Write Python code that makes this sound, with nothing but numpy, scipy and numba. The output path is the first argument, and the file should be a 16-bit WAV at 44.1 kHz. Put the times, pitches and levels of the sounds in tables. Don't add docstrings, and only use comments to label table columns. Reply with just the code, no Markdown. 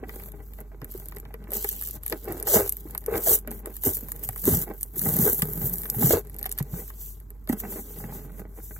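import sys
import numpy as np
from scipy import signal
from scipy.fft import rfft, irfft
from scipy.io import wavfile
from scipy.ndimage import uniform_filter1d
from numba import njit

SR = 44100
rng = np.random.default_rng(int(sys.argv[2]) if len(sys.argv) > 2 else 0)


def pcm_store(signal):
    levels = np.round(np.clip(np.atleast_2d(signal), -1, 1) * 32767)
    wavfile.write(sys.argv[1], SR, levels.astype(np.int16).T)


def undo_db(level):
    steps = np.asarray(level, float) / 20
    return 10 ** steps


N = 387638

# (frequency [Hz], level [dB per Hz])
HUSH_TONE = [(30, -6), (80, 2.5), (427, -17.5), (545, -39.5), (1020, -27.5), (2760, -49), (8360, -45.5),
             (10500, -100), (16000, -50)]
HUSH_DB, HUM_DB, HUM_HZ = -50.5, -39, 48.8
ROOM_T60_S, ROOM_DB = .035, -8.5
FILM_LAG, WALL_LAG = 6.633, -4

# (frequency [Hz], width [Hz], level [dB])
BOX_MODES = [(141, 20, -4.5), (214.3, 38, 4.5), (313.5, 30, -1), (408, 34, 3), (607, 18, -10),
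             (784, 40, -6.5), (953, 22, -13.5), (1440, 42, -10), (1950, 250, -3.5)]
# (frequency [Hz], level [dB per Hz])
FILM_TONE = [(2000, -22.5), (4500, -26.5), (6000, -8.5), (7500, -6.5), (9500, 0), (13000, 1.5),
             (15700, 0.5), (16300, -30.5)]
# (frequency [Hz], level [dB per Hz])
SNAP_TONE = [(800, -28.5), (2000, -12), (3500, -9), (5500, -7), (7500, 1), (9500, 8), (13000, 13),
             (16500, -12)]
# (frequency [Hz], level [dB per Hz])
PAPER_TONE = [(240, -15.5), (400, 19), (600, 0.5), (1230, -9.5), (1450, -2.5), (2000, -12.5), (2400, -50)]

# (time [s], peak [dB], wall pitch [Hz])
KNOCKS = [(0.026, -24, 382), (0.817, -28, 131), (0.946, -25.5, 361), (1.163, -30.5, 420),
          (1.339, -29.5, 430), (1.516, -27.5, 507), (1.643, -22, 396), (2.116, -19.5, 422),
          (2.273, -19.5, 400), (2.536, -14, 643), (2.851, -27.5, 306), (3.079, -14.5, 417),
          (3.117, -18, 454), (3.268, -13.5, 615), (3.475, -28, 225), (3.667, -23, 395), (3.865, -14.5, 243),
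          (3.87, -21.5, 87), (4.52, -15.5, 91.5), (4.287, -26.5, 108), (4.475, -7, 380), (5.067, -21, 108),
          (5.222, -12.5, 154), (7.526, -17.5, 200), (4.965, -28, 335), (5.191, -12.5, 200),
          (5.423, -14, 155), (5.635, -18, 129), (5.961, -18, 124), (6.038, -9, 144), (6.13, -5.5, 420.4),
          (6.604, -14, 137), (6.731, -22.5, 132), (7.494, -7, 232.1), (8.038, -28.5, 216.3)]
# (time [s], peak [dB], pitch [Hz])
TICKS = [(0.036, -28, 760), (0.095, -30.5, 1950), (0.587, -37, 637), (1.123, -36.5, 987),
         (1.168, -32.5, 2000), (1.255, -36.5, 980), (1.342, -32, 984), (1.646, -23.5, 812),
         (2.064, -37.5, 2028), (2.125, -19, 1930), (2.314, -30.5, 745), (2.474, -21.5, 836),
         (2.568, -12.5, 650), (2.951, -25.5, 980), (3.153, -20.5, 817), (3.475, -25, 607),
         (3.658, -34.5, 1071), (3.837, -27.5, 950), (4.29, -26.5, 760), (8.123, -31.5, 870),
         (5.4205, -22, 2020), (5.856, -31, 1745), (6.025, -19, 800), (6.107, -15, 607), (6.458, -22.5, 760),
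         (6.601, -27.5, 990), (7.496, -21, 600), (7.527, -28.5, 780), (7.65, -27, 793.2), (8.04, -29, 834),
         (0.137, -38, 830), (0.198, -38, 2280), (0.282, -40.5, 605), (0.717, -40, 650), (0.819, -35, 1025),
        (1.306, -39, 826), (1.472, -36, 990), (1.528, -32.5, 790), (2.278, -27, 800), (3.084, -33, 635.6),
        (3.119, -34.5, 608), (3.262, -25, 635), (3.516, -31.5, 800), (4.086, -34, 1010), (4.361, -35, 1060),
        (4.455, -39.5, 600.4), (5.943, -30.5, 829), (6.903, -35.5, 1110), (7.475, -36, 626),
        (7.636, -28.5, 734), (7.723, -37.5, 800), (7.76, -33, 630), (8.002, -36, 798), (8.094, -35, 807),
        (8.153, -40, 776), (8.296, -42, 1420), (8.393, -36.5, 636), (8.763, -36, 1497), (8.71, -37.5, 1520),
        (8.6, -43.5, 1420)]

# (peak time [s], boom [dB], rise per 20 dB [s], fall per 20 dB [s], slip rate [Hz])
STRAINS = [(.05, -42, 0.6, 0.38, 248.2), (1.53, -41, 0.13, 0.13, 400), (2.3, -30, 0.07, 0.2, 377.9),
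           (2.565, -20, 0.0965, 0.1, 490.3), (2.94, -43.5, 0.39, 0.14, 170),
           (3.15, -22, 0.067, 0.0752, 419.2), (3.31, -23.5, 0.06, 0.06, 434), (3.5, -38, 0.16, 0.26, 202.1),
           (3.675, -36, -0.05, 0.05, 396.2), (4.52, -18.5, 0.08, 0.12, 156.5), (4.68, -36, 0.02, 0.09, 380),
           (5.23, -18.5, 0.113, 0.01, 150), (5.12, -24, 0.18, 0.11, 160), (5.29, -21, 0.0954, 0.04, 365.2),
           (5.65, -30.5, 0.59, 0.33, 160.2), (6.03, -25, 0.066, 0.096, 330),
           (6.07, -20.5, 0.14, 0.1, 134.2), (6.14, -15, 0.0257, 0.05, 432.2),
           (6.735, -32, 0.03, 0.11, 148.7), (7.64, -37, 0.07, 0.53, 220), (8.04, -35, 0.15, 0.61, 159.7)]
# (peak time [s], boom [dB], slip rate [Hz])
JOLTS = [(.83, -37.5, 276), (.95, -44.5, 265), (2.13, -28, 332.4), (2.469, -33.5, 435.5),
         (3.086, -31.5, 416), (3.87, -23, 340.8), (4.48, -20.5, 334.8), (5.43, -30, 155.8),
         (6.61, -34, 150), (7.505, -26, 209), (8.404, -38.5, 200.4), (6.82, -42, 150), (8.19, -39, 180),
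         (4.03, -43, 399.9), (7.76, -40, 399.6), (6.11, -22, 469.3), (7.532, -29, 230)]
# (start [s], end [s], first level [dB], last level [dB])
GRIPS = [
    (.19, .78, -51, -51),
    (.98, 1.47, -46.5, -46),
    (1.72, 2.05, -51.5, -49.5),
    (3.94, 4.41, -42.5, -48.5),
    (6.24, 6.58, -47, -51),
]
JOLT_RISE_S, JOLT_FALL_S, STOP_S = .02, .05, .03
BOX_REST_DB, REST_HZ, GRIP_HZ = -58, 115.54, 139.44

# (peak time [s], level [dB], rise per 20 dB [s], fall per 20 dB [s])
SLIDES = [(6.76, -42.5, 0.13, 0.14), (6.8, -42.5, 0.15, 0.08), (6.9, -39.5, 0.14, 0.01),
          (7.065, -41, 0.3, 0.16), (7.497, -33, 0.012, 0.03), (7.53, -31, 0.015, 0.018),
          (7.585, -40, .03, .05), (7.604, -30, 0.03, 0.018), (7.66, -51, .08, .1),
          (7.73, -37.5, 0.17, 0.25), (7.88, -47, 0.27, 0.4), (8.0, -42, 0.3, 0.18), (8.14, -41, 0.16, 0.18),
          (8.32, -48, 0, -0.5), (8.4, -44.5, 0.1, 0.04), (8.64, -42.5, 0.14, 0.34), (8.7, -47.5, 0, -0.5)]
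# (peak time [s], level [dB], rise per 20 dB [s], fall per 20 dB [s])
PULLS = [(0.921, -47.5, .06, .3), (2.125, -42, .03, .03), (2.548, -20, 0.08, 0.085), (2.48, -28, .015, .1),
         (2.91, -49, .02, .03), (3.18, -33, .09, .015), (3.3, -21, .11, .05), (3.338, -18, .05, 0.04),
         (3.672, -48, .01, 0.05), (3.774, -43, 0.1, .05), (3.86, -23.5, 0.04, 0.1), (3.948, -32, .05, .08),
         (4.1, -45, .06, .04), (4.24, -33, .02, .05), (4.398, -38, .08, .03), (4.48, -24.5, .06, .1),
         (4.54, -25, .1, .09), (4.62, -32, .1, .04), (5.241, -23, 0.27, .2), (5.3, -28, .05, .11),
         (5.08, -30, .1, .1), (5.542, -35, .08, .1), (5.665, -29, .15, .1), (5.738, -27, .025, .02),
         (5.78, -34, .06, .06), (5.95, -34, .05, .1), (6.045, -23, 0.1, 0.15), (6.125, -23, 0.12, 0.065),
         (6.39, -46, .008, .02), (6.462, -38, .01, .015), (6.517, -44, .008, .012),
         (6.59, -38, .012, 0.025)]
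# (start [s], end [s], first level [dB], last level [dB])
RUSTLES = [(.09, .29, -49, -51.5), (.36, .61, -62, -59.5), (1.54, 1.96, -36, -46.5),
           (2.16, 2.4, -54, -48.5), (2.62, 2.68, -42.5, -38), (2.72, 3.04, -49.5, -58.5),
           (3.2, 3.23, -51, -48.5), (3.52, 3.6, -47, -50.5), (4.02, 4.42, -51, -50),
           (4.67, 4.95, -51.5, -55.5), (4.97, 5.06, -37.5, -36.5), (2.04, 2.12, -54, -46),
           (3.36, 3.41, -51, -54.5), (5.38, 5.52, -37.5, -41), (5.8, 5.92, -39.5, -41.5),
           (6.24, 6.57, -67, -59)]
FILM_REST_DB = -72
# (time [s], level [dB])
FULLNESS = [(0, 2), (2.4, 6.5), (2.55, 3.5), (3.1, 0.5), (4.55, -0.5), (4.95, -2.5), (5.95, -7), (6.1, 2.5),
            (6.25, 6.5), (6.62, 10), (6.7, 1.5), (7.25, -0.5), (7.5, 0), (8.35, 0.5), (8.5, -4.5)]

# (time [s], peak [dB], body [dB])
PICKS = [(0.0927, -33, -42), (0.1974, -34, -48), (0.2359, -31, -53), (0.2593, -34, -54), (0.2857, -32, -58),
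         (0.3187, -34, -62), (0.5352, -37, -56), (0.5856, -40, -56), (0.6035, -31, -73), (0.816, -38, -49),
         (0.8445, -24, -53), (0.9134, -30, -71), (0.9198, -27, -61), (0.9393, -31, -60), (0.9762, -32, -61),
         (0.9991, -32, -60), (1.057, -31, -68), (1.0849, -26, -53), (1.1214, -40, -47), (1.1483, -38, -63),
         (1.1628, -32, -60), (1.1675, -31, -45), (1.1842, -33, -59), (1.1997, -29, -64), (1.2516, -48, -51),
         (1.3404, -31, -47), (1.4401, -46, -55), (1.5055, -29, -59), (1.5184, -17, -50), (1.5344, -13, -53),
         (1.5524, -18, -58), (1.5694, -18, -57), (1.6442, -17, -35), (1.6891, -9, -47), (1.727, -20, -57),
         (1.7634, -25, -56), (1.8118, -20, -46), (1.8228, -19, -46), (1.8364, -24, -55), (1.8731, -21, -57),
         (1.8864, -23, -63), (1.9096, -21, -64), (2.0338, -27, -53), (2.0627, -16, -48), (2.0792, -18, -60),
         (2.0981, -20, -50), (2.1241, -22, -33), (2.2433, -30, -65), (2.2543, -28, -51), (2.2832, -30, -47),
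         (2.3231, -23, -50)]
# (time [s], peak [dB], body [dB])
SNAPS = [(2.3994, -25, -58), (2.4264, -16, -53), (2.4703, -16, -38), (2.6764, -21, -51), (2.6933, -7, -49),
         (2.7227, -14, -57), (2.7681, -22, -60), (2.9083, -26, -62), (2.9487, -18, -46), (2.9776, -16, -50),
         (3.0395, -35, -55), (3.0619, -15, -52), (3.1552, -23, -39), (3.3877, -22, -55), (3.4745, -22, -44),
         (3.5084, -26, -58), (3.5139, -18, -53), (3.6581, -18, -46), (3.7549, -31, -61), (3.7663, -20, -55),
         (3.8362, -12, -42), (3.9689, -15, -51), (4.0088, -26, -61), (4.0851, -25, -52), (4.1185, -14, -47),
         (4.1619, -25, -53), (4.2363, -18, -54), (4.2887, -13, -39), (4.3296, -27, -56), (4.36, -23, -50),
         (4.3799, -25, -58), (4.4408, -19, -51), (4.4538, -9, -42), (4.7795, -33, -65), (4.81, -21, -62),
         (4.8174, -24, -61), (4.8304, -9, -52), (4.9601, -23, -49), (4.9931, -12, -53), (5.014, -17, -42),
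         (5.1657, -5, -45), (5.3961, -17, -48), (5.4203, -2, -28), (5.4235, -24, -31), (5.5338, -14, -56),
         (5.696, -13, -55), (5.7564, -17, -58), (5.7828, -15, -61), (5.8177, -17, -62), (5.8334, -18, -42),
         (5.8551, -22, -41), (5.8995, -4, -56)]
# (time [s], peak [dB], body [dB])
SCRAPS = [(6.2497, -41, -66), (6.2706, -39, -63), (6.2971, -30, -59), (6.3435, -34, -71),
          (6.3639, -30, -61), (6.3859, -26, -58), (6.3914, -28, -60), (6.4124, -32, -58),
          (6.4283, -20, -57), (6.4414, -27, -45), (6.4562, -19, -38), (6.4614, -17, -38),
          (6.4931, -25, -54), (6.5154, -22, -59), (6.5241, -18, -57), (6.5774, -25, -48),
          (6.5859, -19, -41), (6.6263, -28, -58), (6.7311, -35, -57), (6.8788, -28, -56),
          (6.9017, -28, -49), (7.201, -36, -66), (7.3038, -30, -61), (7.4739, -27, -49), (7.4914, -19, -44),
          (7.5263, -19, -45), (7.6006, -20, -44), (7.9867, -29, -56), (8.0396, -36, -53),
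          (8.3823, -36, -64), (8.3948, -34, -55)]
RATTLE_S, BODY_LAG_S = .012, .0015

# (from [Hz], to [Hz], chance in the sum [0-1], chance in the difference [0-1])
SILENT_BANDS = [(2250, 2750, .6, .05), (2750, 5600, .33, .3), (5600, 6900, .03, .5), (8500, 9000, .55, 0),
                (9000, 10300, .92, 0), (10300, 10900, .3, 0), (12300, 14000, 0, .8), (16000, 20000, 1, 1)]


def colour(x, points):
    hz, db = np.transpose(points)
    size = 2048
    grid = np.maximum(np.arange(size // 2 + 1) * SR / size, 1)
    ceps = irfft(np.interp(np.log(grid), np.log(hz), db) * np.log(10) / 20)
    ceps[1:size // 2] *= 2
    ceps[size // 2 + 1:] = 0
    return signal.fftconvolve(x, irfft(np.exp(rfft(ceps))))[:N]


def butter(x, order, hz, kind):
    return signal.sosfilt(signal.butter(order, hz, kind, fs=SR, output="sos"), x)


def unit(x, lo_hz, hi_hz):
    power = np.abs(rfft(x)) ** 2
    return x * N / np.sqrt(2 * power[int(lo_hz * N / SR):int(hi_hz * N / SR)].sum())


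@njit
def svf(x, hz, width):
    y, band, low = np.empty(len(x)), 0., 0.
    for i in range(len(x)):
        g, k = np.tan(np.pi * hz[i] / SR), width[i] / hz[i]
        v = (band + g * (x[i] - low)) / (1 + g * (g + k))
        band, low, y[i] = 2 * v - band, low + 2 * g * v, k * v
    return y


def walk(rate):
    k = int(SR / rate)
    held_levels = np.repeat(rng.standard_normal(N // k + 1), k)
    return 1.3 * uniform_filter1d(uniform_filter1d(held_levels, k), k)[:N]


def grains(density, spread_db):
    density = np.clip(density, .002, 1)
    size = undo_db(spread_db * np.minimum(rng.exponential(size=N), 6.5))
    sounding = rng.random(N) < density
    return size * rng.standard_normal(N) * sounding / np.sqrt(density)


def room():
    turn = 2 * np.pi * np.cumsum(HUM_HZ + 1.2 * walk(4)) / SR
    hum = np.sqrt(2) * undo_db(HUM_DB + .8 * walk(6)) * np.sin(turn)
    mid, side = (unit(colour(rng.standard_normal(N), HUSH_TONE), 76, 2000) for _ in range(2))
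    side = butter(side, 1, 600, "high")
    opposite = np.array([[1], [-1]])
    lean = undo_db(np.array([[-.6], [.6]])) + 0.16 * walk(9) * opposite
    return lean * hum + undo_db(HUSH_DB) * (mid + side * opposite)


def ports(x, lag, diffuse):
    turn = np.exp(-1j * np.pi * lag * np.arange(N // 2 + 1) / N)
    t = np.arange(SR // 4) / SR
    tails = rng.standard_normal((2, len(t))) * undo_db(-60 * t / ROOM_T60_S)
    tails /= np.sqrt(np.sum(tails ** 2, axis=1, keepdims=True))
    tails = butter(tails, 2, 450, "high")
    direct = np.array([irfft(rfft(x) / turn, N), irfft(rfft(x) * turn, N)])
    return direct + diffuse * signal.fftconvolve(x[None], tails, axes=1)[:, :N]


def swell(s, db, rise_s, fall_s, hold_s=0, last_db=None):
    last_db = db if last_db is None else last_db
    rise_s, fall_s = max(rise_s, .004), max(fall_s, .004)
    start, end = s - rise_s, s + hold_s + 1e-4
    stop = end + fall_s
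    times = [start - 3 * min(rise_s, STOP_S), start, s, end, stop, stop + 3 * min(fall_s, STOP_S)]
    levels = [db - 80, db - 20, db, last_db, last_db - 20, last_db - 80]
    return undo_db(2 * np.interp(np.arange(N // 44 + 2) * 44 / SR, times, levels))


def held(table):
    return [swell(a, db, STOP_S, STOP_S, b - a, last_db) for a, b, db, last_db in table]


def hands():
    peel = undo_db(2 * FILM_REST_DB) + sum(swell(*row) for row in PULLS) + sum(held(RUSTLES))
    slid = undo_db(2 * FILM_REST_DB) + sum(swell(*row) for row in SLIDES)
    rows = STRAINS + [(s, db, JOLT_RISE_S, JOLT_FALL_S, hz) for s, db, hz in JOLTS]
    loads = [(swell(s, db, up, down), hz) for s, db, up, down, hz in rows]
    loads += [(power, GRIP_HZ) for power in held(GRIPS)]
    rest = undo_db(2 * BOX_REST_DB)
    strain = rest + sum(power for power, _ in loads)
    rate_hz = (rest * REST_HZ + sum(power * hz for power, hz in loads)) / strain
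    peel_db, slide_db, boom_db = (10 * np.log10(power) for power in (peel, slid, strain))
    rasp_db = -44.5 + 0.68 * (boom_db + 19.5) + 7.5 * np.log2(rate_hz / 150)
    rasp_db = rasp_db + 0.078 * (np.maximum(peel_db, slide_db) + 38.0)
    curves = peel_db, slide_db, boom_db, rate_hz, rasp_db
    return [np.interp(np.arange(N) / 44, np.arange(len(c)), c) for c in curves]


def slips(rate_hz):
    phase = np.cumsum(rate_hz * np.exp(0.16 * walk(120)) / SR)
    count = phase.astype(int)
    size = undo_db(6.16 * rng.standard_normal(N // 20))[count]
    tugs = size * (np.diff(count, prepend=0) > 0)
    return tugs, size * np.exp(-(phase % 1) / 0.73)


def ring_box(x):
    out = np.zeros(N)
    for hz, width, db in BOX_MODES:
        out += undo_db(db) * svf(x, np.full(N, float(hz)), np.full(N, float(width))) / np.sqrt(width)
    return out


def knocks():
    out, t = np.zeros(N), np.arange(SR // 4) / SR
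    for s, peak_db, hz in KNOCKS:
        turn = 2 * np.pi * hz * (t + 0.00087 * (1 - np.exp(-t / 0.0078)))
        fade = undo_db(-60 * t / (0.023 + 7.7 / hz))
        onset = 1 - np.exp(-t / 0.0019)
        blow = (np.sin(turn) + 0.21 * fade * np.sin(2.516 * turn)) * fade * onset
        i = int((s + 0.0029) * SR)
        out[i:i + len(t)] += undo_db(peak_db + 3.5) * blow[:N - i]
    return out


def ticks():
    pings, contact, t = np.zeros(N), np.zeros(N), np.arange(SR // 16) / SR
    rows = TICKS
    for (s, peak_db, hz), burst in zip(rows, rng.standard_normal((len(rows), len(t)))):
        fade = np.exp(-t / 0.0059) + 0.18 * np.exp(-t / 0.016)
        scratch = 0.5 * butter(burst * fade, 3, [500, 2300], "band")
        ping = 0.7 * np.sin(2 * np.pi * hz * t) * np.exp(-t * hz / 4.7)
        i = int(s * SR)
        contact[i:i + len(t)] += undo_db(peak_db) * scratch[:N - i]
        pings[i:i + len(t)] += undo_db(peak_db) * ping[:N - i]
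    ring = butter(ring_box(contact), 2, 650, "high")
    return pings + contact + 1.1 * ring * contact.std() / ring.std()


def wall_boom(tugs, rate_hz, db):
    push = tugs + 0.059 * rng.standard_normal(N)
    flap = svf(svf(push, rate_hz, 1.07 * rate_hz), rate_hz, 0.5 * rate_hz)
    flap /= np.sqrt(uniform_filter1d(flap ** 2, SR // 10))
    table = svf(rng.standard_normal(N), np.full(N, 85.), np.full(N, 50.))
    shake = flap + 0.41 * table / table.std()
    rub = ring_box(grains(.04, 2.76) * undo_db(6.3 * walk(60)))
    rub = unit(butter(rub, 2, 1500, "low"), 65, 1200)
    hard = np.clip((db + 54.5) / 22, 0, .9)
    return undo_db(db) * (np.sqrt(hard) * shake + np.sqrt(1 - hard) * rub)


def fibre_rasp(db, gate):
    fibres = grains(.1 * undo_db(.5 * (db + 36.5)), 2.8) * (.8 + gate)
    fibres = fibres * undo_db(1.4 * walk(30) + 1.6 * walk(120))
    through_walls = butter(ring_box(fibres), 2, [480, 2100], "band")
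    rasp = unit(colour(fibres, PAPER_TONE), 730, 2200) + 1.63 * unit(through_walls, 600, 2380)
    return undo_db(db) * unit(rasp, 750, 3400)


def skin_slide(db):
    hiss = colour(grains(np.ones(N), 1.2), FILM_TONE)
    return undo_db(db + 2.4 * walk(40)) * unit(hiss, 11650, 15300)


def crinkle(db, gate):
    creases = []
    for _ in range(2):
        folds = grains(0.35 * undo_db(.5 * (db + 29.0)), 1.5) * (1.5 + gate)
        creases.append(unit(butter(folds, 3, [2700, 5600], "band"), 3200, 8100))
    return undo_db(0.96 * db - 17.5) * np.array(creases)


def film_spray(db, gate, full_db):
    cracks = grains(.4 * undo_db(.5 * (db + 31.0)), 2.2)
    flutter = undo_db(1.3 * walk(90) + 1.1 * walk(300))
    spray = colour(cracks * (1.6 + gate) * flutter, FILM_TONE)
    thin = 1 - undo_db(np.clip(0.31 * (db + 23.0), -6.0, 0) + full_db)
    lower = signal.butter(3, 9000, fs=SR, output="sos")
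    spray = spray - thin * signal.sosfiltfilt(lower, spray)
    return undo_db(db) * unit(spray, 12080, 14400)


def film_snaps(full_db):
    out, t = np.zeros(N), np.arange(SR // 25) / SR - .004
    needle = np.exp(-np.abs(t) / .00035)
    rows = PICKS + SNAPS + SCRAPS
    for (s, peak_db, body_db), burst in zip(rows, rng.standard_normal((len(rows), len(t)))):
        rattle = undo_db(-60 * np.abs(t) / (RATTLE_S * undo_db(2.6 * burst[0])))
        crack = colour(burst * (needle + .15 * rattle), SNAP_TONE)[:len(t)]
        scrape = burst * (needle + 0.22 * rattle)
        dull = butter(scrape, 2, [1000, 6200], "band")
        board = butter(scrape, 3, [1000, 2300], "band")
        body = 0.54 * dull + np.roll(board, int(BODY_LAG_S * SR))
        snap = undo_db(peak_db + 4.5 + .5 * full_db[int(s * SR)]) * crack / np.abs(crack).max()
        snap = snap + undo_db(body_db + 16) * body / np.abs(body).max()
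        i = int((s - .003) * SR)
        out[i:i + len(t)] += snap[:N - i]
    return out


def scene():
    peel_db, slide_db, boom_db, rate_hz, rasp_db = hands()
    peel_db = peel_db + 2.0
    full_db = np.interp(np.arange(N) / SR, *np.transpose(FULLNESS))
    tugs, gate = slips(rate_hz)
    box = wall_boom(tugs, rate_hz, boom_db) + fibre_rasp(rasp_db, gate) + knocks() + ticks()
    box_lean = undo_db(np.array([[-.3], [.3]]))
    tape = film_spray(peel_db, gate, full_db) + film_snaps(full_db) + skin_slide(slide_db)
    loose_tape = undo_db(full_db) * crinkle(np.maximum(peel_db, slide_db), gate)
    near = ports(tape, FILM_LAG, undo_db(ROOM_DB)) + loose_tape
    return room() + box_lean * ports(box, WALL_LAG, undo_db(ROOM_DB + 1.5)) + near


def silence_bands(x):
    size = 2048
    hz, _, spec = signal.stft([x[0] + x[1], x[0] - x[1]], SR, "cosine", nperseg=size)
    frames = spec.shape[2]
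    edge = uniform_filter1d(np.diff(x[0], prepend=0) ** 2, size=64)
    edge = np.pad(edge, (size // 4, size))[:frames * size // 2].reshape(-1, size // 2)
    mean_edge = edge.mean(axis=1)
    calm = edge.max(axis=1) < 9 * mean_edge
    busy = mean_edge > 30 * np.median(mean_edge)
    group = (12 * np.log2(hz + 2000)).astype(int)
    group[(hz > 8000) & (hz < 11000)] = 0
    chance = rng.random((2, group.max() + 1, frames))[:, group]
    lasting = (hz > 8000) | (hz < 2750)
    chance[:, lasting] = np.repeat(chance[:, lasting], 4, axis=2)[..., :frames]
    chance[:, hz < 2750] *= np.where(busy, .5, 2)
    for lo, hi, *odds in SILENT_BANDS:
        band = (hz >= lo) & (hz < hi)
        shut = chance[:, band] < np.reshape(odds, (2, 1, 1))
        spec[:, band] *= ~(calm & shut)
    total, differ = signal.istft(spec, SR, "cosine", nperseg=size)[1][:, :N]
    return np.array([total + differ, total - differ]) / 2


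def band_limit(x):
    return signal.sosfilt(signal.butter(12, 16990, fs=SR, output="sos"), x)


def record(dry):
    heard = butter(dry, 4, 36, "high")
    rounded = np.tanh(0.9 * heard) / 1.254
    mix = silence_bands(rounded)
    return band_limit(mix)


dry = scene()
out = record(dry)
pcm_store(out)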